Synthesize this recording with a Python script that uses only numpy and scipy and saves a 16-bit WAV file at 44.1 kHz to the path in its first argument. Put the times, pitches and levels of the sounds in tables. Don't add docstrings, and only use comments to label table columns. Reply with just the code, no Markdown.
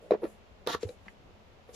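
import sys
import numpy as np
from scipy import signal
from scipy.fft import rfft, irfft
from scipy.io import wavfile

SR = 44100
rng = np.random.default_rng(int(sys.argv[2]) if len(sys.argv) > 2 else 0)


def dump_mix(stems):
    frames = np.atleast_2d(stems).T
    limited = np.clip(frames, -1, 1)
    pcm = np.round(limited * 32767).astype(np.int16)
    wavfile.write(sys.argv[1], SR, pcm)


N = 77175


def amp(db):
    return 10 ** (np.asarray(db) / 20)


def unit(x):
    return x / np.sqrt(np.mean(x ** 2) + 1e-20)


def read(points, hz):
    f, value = np.transpose(points)
    return np.interp(np.log(hz + 1), np.log(f + 1), value)


def since(start):
    return np.maximum(np.arange(N) / SR - start, 0)


def bins():
    return np.fft.rfftfreq(N, 1 / SR)


def decay(t, t60):
    return np.exp(-np.log(1000) * t / t60)


def noise():
    return rng.standard_normal((2, N))


def spread(pair, gain, likeness=None, balance=None):
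    # (frequency [Hz], left-right likeness [-1 to 1])
    box_likeness = [(100, .97), (450, 0.96), (800, 0.53), (1400, 0.19), (3000, 0.77), (6000, 0.19),
                    (9000, 0.079), (15000, 0)]
    # (frequency [Hz], left minus right [dB])
    box_balance = [(100, 2.5), (400, -0.5), (700, -3), (1290, -7), (2380, 5.5), (4400, -1), (8000, 8.5),
                   (15000, -7)]
    likeness = box_likeness if likeness is None else likeness
    balance = box_balance if balance is None else balance

    a, b = rfft(pair)
    same = np.clip(read(likeness, bins()), -1, 1)
    lean = read(balance, bins()) / 2
    left = a * amp(lean)
    right = (same * a + np.sqrt(1 - same ** 2) * b) * amp(-lean)
    return unit(irfft(np.array([left, right]) * gain, N))


def slips():
    slips_per_s, size_spread_db = 5000, 1
    size = amp(size_spread_db * np.minimum(rng.exponential(1, (2, N)), 4))
    sign = rng.choice([-1, 1], (2, N))
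    return size * sign * (rng.random((2, N)) < slips_per_s / SR)


def flex(start, hz, swell):
    t = since(start)
    u = t / swell
    return u ** 2 * np.exp(2 - 2 * u) * np.sin(2 * np.pi * hz * t)


def ring(start, modes):
    t = since(start)
    return sum(amp(db - 60 * t / t60) * np.sin(2 * np.pi * hz * t) for hz, db, t60 in modes)


def card():
    # (frequency [Hz], width [Hz], level [dB])
    resonances = [(934, 63, 6), (1136, 22.5, 8.5), (1372, 22, 9), (1723, 12, 13), (1788, 47, 4),
                  (1890, 33, 7.5), (3322, 43, -11), (3543, 21, -9), (3730, 50, -10.5)]
    return 1 + sum(amp(db) / (1 + 2j * (bins() - hz) / width) for hz, width, db in resonances)


def tail(x, t60, gap):
    t = np.arange(SR // 3) / SR
    signs = rng.choice([-1, 1], (2, len(t)))
    taps = signs * (rng.random((2, len(t))) < .1) * (t > gap)
    taps = taps * decay(t, t60)
    return signal.fftconvolve(np.atleast_2d(x), taps / np.linalg.norm(taps[0]), axes=1)[:, :N]


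def air():
    # (frequency [Hz], level [dB])
    air_colour = [(12, -36), (20, -5), (86, -3.5), (142, -14), (204, -7.5), (319, -18.5), (357, -12.5),
                  (607, -11.5), (1260, -20), (1660, -23), (2820, -23.5), (7310, -39), (8650, -49.5),
                  (12400, -46), (16000, -63)]
    # (frequency [Hz], left-right likeness [-1 to 1])
    air_likeness = [(60, 0.017), (240, 0.9), (950, 0.015), (3770, -0.029), (15000, 0.27)]
    # (frequency [Hz], left minus right [dB])
    air_balance = [(60, 4), (240, 3), (950, -1.5), (3770, 0.5), (15000, 2.5)]
    air_db = -57
    return amp(air_db) * spread(noise(), amp(read(air_colour, bins())), air_likeness, air_balance)


def slides():
    # (start [s], peak [s], end [s], level [dB], centre [Hz], width [octaves])
    strokes = [(0.0, 0.04, 0.39, -53, 470, 0.29), (0.0, 0.02, 0.23, -74.5, 9600, 0.4),
               (0.194, 0.243, 0.38, -66.5, 11000, 0.14), (0.244, 0.287, 0.42, -66, 9300, 0.62),
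               (0.13, 0.266, 0.41, -54, 450, 0.33), (0.468, 0.522, 0.58, -53.5, 50.93, 0.47),
               (.8, .822, 0.815, -54, 6019, 0.16), (0.787, 0.831, .87, -49.5, 1940, 0.87),
               (0.825, 0.886, 1.0, -64, 3600, 0.85), (0.835, 0.888, .99, -65.5, 9100, 0.32),
               (0.862, 0.892, 0.975, -51, 465, 0.32), (0.907, 1.107, 1.17, -73.5, 2300, 1.7),
               (1.08, 1.309, 1.31, -55.5, 69.44, 1.24), (1.64, 1.75, 1.83, -67, 11500, 0.32),
               (1.721, 1.754, 1.764, -47.5, 4537, 0.53), (1.66, 1.745, 1.8, -57, 481.5, 0.38)]
    # (frequency [Hz], level [dB])
    mic_colour = [(100, -2), (5000, -0.5), (7400, 5.5), (8200, -4.5), (10000, 4), (12500, -2.5),
                  (15500, -8)]
    out = np.zeros((2, N))
    for start, peak, end, db, hz, width in strokes:
        octaves_off = np.log2((bins() + 1) / hz)
        band = np.exp(-(octaves_off / width) ** 2 / 4) * amp(read(mic_colour, bins()))
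        swell = np.interp(since(0), [start, peak, end], [0, 1, 0]) ** 1.6
        out += amp(db) * swell * spread(slips(), band)
    return out


def knocks():
    # (time [s], panel pitch [Hz], panel level [dB], swell [s],
    # crunch level before doubling [dB], crunch tilt [dB per octave],
    # crunch rise constant [s], crunch t60 [s], left minus right [dB])
    blows = [(0.1078, 579, -12, .0021, -28.5, -2.5, 0.0014, .02, 1),
             (0.1169, 430, -12, 0.003, -32, -4, 0.0011, 0.06, 0),
             (0.1330, 428, -20.5, 0.003, -41, -1, 0.0019, 0.035, -2.5),
             (0.1386, 648, -25.5, 0.0017, -39, -5, 0.00067, 0.06, -1),
             (0.1470, 417, -24.5, 0.0039, -37, -7.5, 0.00073, 0.043, 1),
             (0.2170, 446, -39, 0.014, -55.5, -3.5, 0.0028, 0.11, 0),
             (0.2318, 437, -22, 0.0024, -40.5, -4.5, 0.0027, 0.11, 0.5),
             (0.2395, 336, -24, 0.00455, -49, 2.5, 0.0013, 0.027, -3.5),
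             (0.2513, 546, -30, .003, -39.5, -3, 0.0012, 0.024, 2),
             (0.262, 450, -36, 0.0013, -57.5, 0.5, .002, 0.086, 3),
             (0.6641, 376, -35.5, 0.0022, -41.5, 4.5, 0.0024, 0.027, 2.5),
             (0.6720, 448, -23.5, 0.00268, -34.5, -2, 0.0011, 0.051, -1.5),
             (0.7468, 456, -28.5, .003, -34.5, 5, 0.00055, 0.014, 2.5),
             (0.8295, 457, -26, 0.00453, -41, 13, 0.00033, 0.0099, 2.5),
             (0.85, 422, -38, 0.0047, -73, 8, .002, .03, -4),
             (0.8670, 500, -46, 0.0081, -67, 12, .002, 0.025, 1),
             (0.8885, 492, -39, 0.0057, -51, 7.5, .002, 0.029, 2.5),
             (0.9009, 496, -45, 0.0045, -70, 0, 0.0022, .025, 1),
             (1.057, 199, -51.5, 0.013, -55.5, -0.5, 0.0026, 0.087, 5),
             (1.6889, 492, -45, 0.0051, -56.5, 2, 0.0033, 0.055, 2)]
    # (multiple of panel pitch [ratio], level [dB], share of swell time [ratio])
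    panel_modes = [(0.582, -13, 0.95), (1.001, 1.5, 0.91), (1.52, -12.5, 0.34), (2.15, -40, 0.47)]
    # (frequency [Hz], level [dB], t60 [s])
    hollow_modes = [(215.1, -32.5, 0.5), (367, -33, 0.055), (437, -32, 0.088), (494, -27, 0.07),
                    (680, -28, .06), (756, -32, 0.07), (927, -39, 0.067), (1000, -34.5, 0.056)]
    # (frequency [Hz], level [dB])
    crunch_colour = [(40, -56), (120, -32), (300, 3), (500, 8), (720, 6), (950, 0), (1400, -2), (2000, -7),
                     (2500, -2), (3100, -14), (3950, -8.5), (5200, -14), (6800, -21), (8200, -41.5),
                     (11500, -33.5), (16000, -52)]
    radiate_hz = 184

    body, crunch = np.zeros((2, N)), np.zeros((2, N))
    octaves = np.log2(np.clip(bins(), 500, 5000))
    colour = amp(read(crunch_colour, bins())) * card()
    for start, hz, db, swell, crunch_db, tilt_db, rise, t60, pan_db in blows:
        t = since(start)
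        sides = amp([[pan_db / 2], [-pan_db / 2]])
        panel = sum(amp(level) * flex(start, hz * ratio, swell * share)
                    for ratio, level, share in panel_modes)
        body += sides * amp(db) * (panel + ring(start + swell, hollow_modes))
        burst = (1 - np.exp(-t / rise)) * decay(t, t60)
        fibres = spread(noise(), colour * amp(tilt_db * octaves))
        crunch += 2 * sides * amp(crunch_db) * burst * fibres
    radiation = signal.butter(2, radiate_hz, "high", fs=SR, output="sos")
    return signal.sosfilt(radiation, body) + crunch


def ticks():
    # (time [s], pitch [Hz], level [dB], swell [s])
    pop_events = [(.1088, 3946, -41, 0.0013), (.8298, 3520, -36.5, 0.00034), (.8895, 3940, -48, 0.0018),
                  (1.0817, 1990, -36.5, 0.0008), (1.083, 2430, -43.5, 0.00073)]
    # (multiple of the pitch [ratio], level [dB])
    crease_modes = [(.6, -7.5), (1, 0), (1.35, -16), (1.86, -25), (2.33, -23)]
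    shiver_t60_s, shiver_db = 0.045, -1
    pops = sum(amp(db + level) * flex(start, hz * ratio, swell)
               for start, hz, db, swell in pop_events for ratio, level in crease_modes)
    return pops + amp(shiver_db) * tail(pops, shiver_t60_s, 0)


def bumps():
    # (time [s], pitch [Hz], level [dB], swell [s])
    thuds = [(0.269, 72.6, -59, 0.004), (0.747, 85.5, -47.5, 0.012), (.846, 95.5, -32.5, .012),
             (0.992, 77.6, -54, 0.015), (1.325, 84.5, -53.5, 0.015)]
    return sum(amp(db) * flex(start, hz, swell) for start, hz, db, swell in thuds)


def scrape():
    # (time [s], rasp below the split [dB], rasp above the split [dB], panel's drone [dB])
    drag = [(.668, -57, -55, -73), (0.674, -30, -46, -48), (0.687, -35.5, -40, -40),
            (.701, -35, -34.5, -33.5), (.716, -41.5, -36.5, -45), (.735, -36.5, -33.5, -52),
            (0.75, -27, -38.5, -44), (0.758, -45.5, -49.5, -54), (.785, -59, -61, -88)]
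    # (frequency [Hz], level [dB])
    rasp_colour = [(40, -28), (100, -11), (170, 2), (300, -15), (480, 8), (600, -18), (950, -5.5),
                   (1140, 1), (1550, 0), (1800, -5), (2500, -7.5), (3600, 1), (4700, -5), (6800, -10),
                   (8100, -26.5), (9500, -19.5), (12000, -16.5), (15000, -31)]
    # (frequency [Hz], width [Hz], level [dB])
    flap_modes = [(304, 68, -5.5), (485, 160, -11.5), (708, 120, -4.5), (913, 32, -3.5)]
    split_hz = 1900
    catches_per_s, catch_db = 240, 0.5

    s, *levels_db = np.transpose(drag)
    dull, bright, drone = (amp(np.interp(since(0), s, db, -np.inf, -np.inf)) for db in levels_db)
    catch_band = np.exp(-(2 * (bins() / catches_per_s - 1)) ** 2)
    catches = unit(irfft(rfft(rng.standard_normal(N)) * catch_band, N))
    rasp = spread(slips(), amp(read(rasp_colour, bins())) * card())
    low = irfft(rfft(rasp) / (1 + (bins() / split_hz) ** 6), N)
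    edge = (dull * low + bright * (rasp - low)) * amp(catch_db * catches)
    body = sum(amp(db) / (1 + 2j * (bins() - hz) / width) ** 2 for hz, width, db in flap_modes)
    return edge + drone * spread(slips(), body)


def snap():
    # (frequency [Hz], level [dB])
    crack_colour = [(100, -28), (1000, -19), (2500, -7), (3700, 7), (5600, 1.5), (8200, -15), (11500, -3.5),
                    (16000, -22)]
    start_s, level_db, t60_s = .6729, -22, 0.007
    t = since(start_s)
    burst = (t > 0) * decay(t, t60_s)
    return amp(level_db) * burst * spread(noise(), amp(read(crack_colour, bins())))


def scene():
    room_t60_s, room_db, room_gap_s = 0.11, -11.5, 0.0031
    box = slides() + knocks() + ticks() + bumps() + scrape() + snap()
    return box + amp(room_db) * tail(box, room_t60_s, room_gap_s) + air()


def record(dry):
    edge_hz = 15400
    lowpass = signal.firwin(255, edge_hz, window=("kaiser", 8), fs=SR)
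    return signal.oaconvolve(dry, lowpass[None], "same")


dry = scene()
out = record(dry)
dump_mix(out)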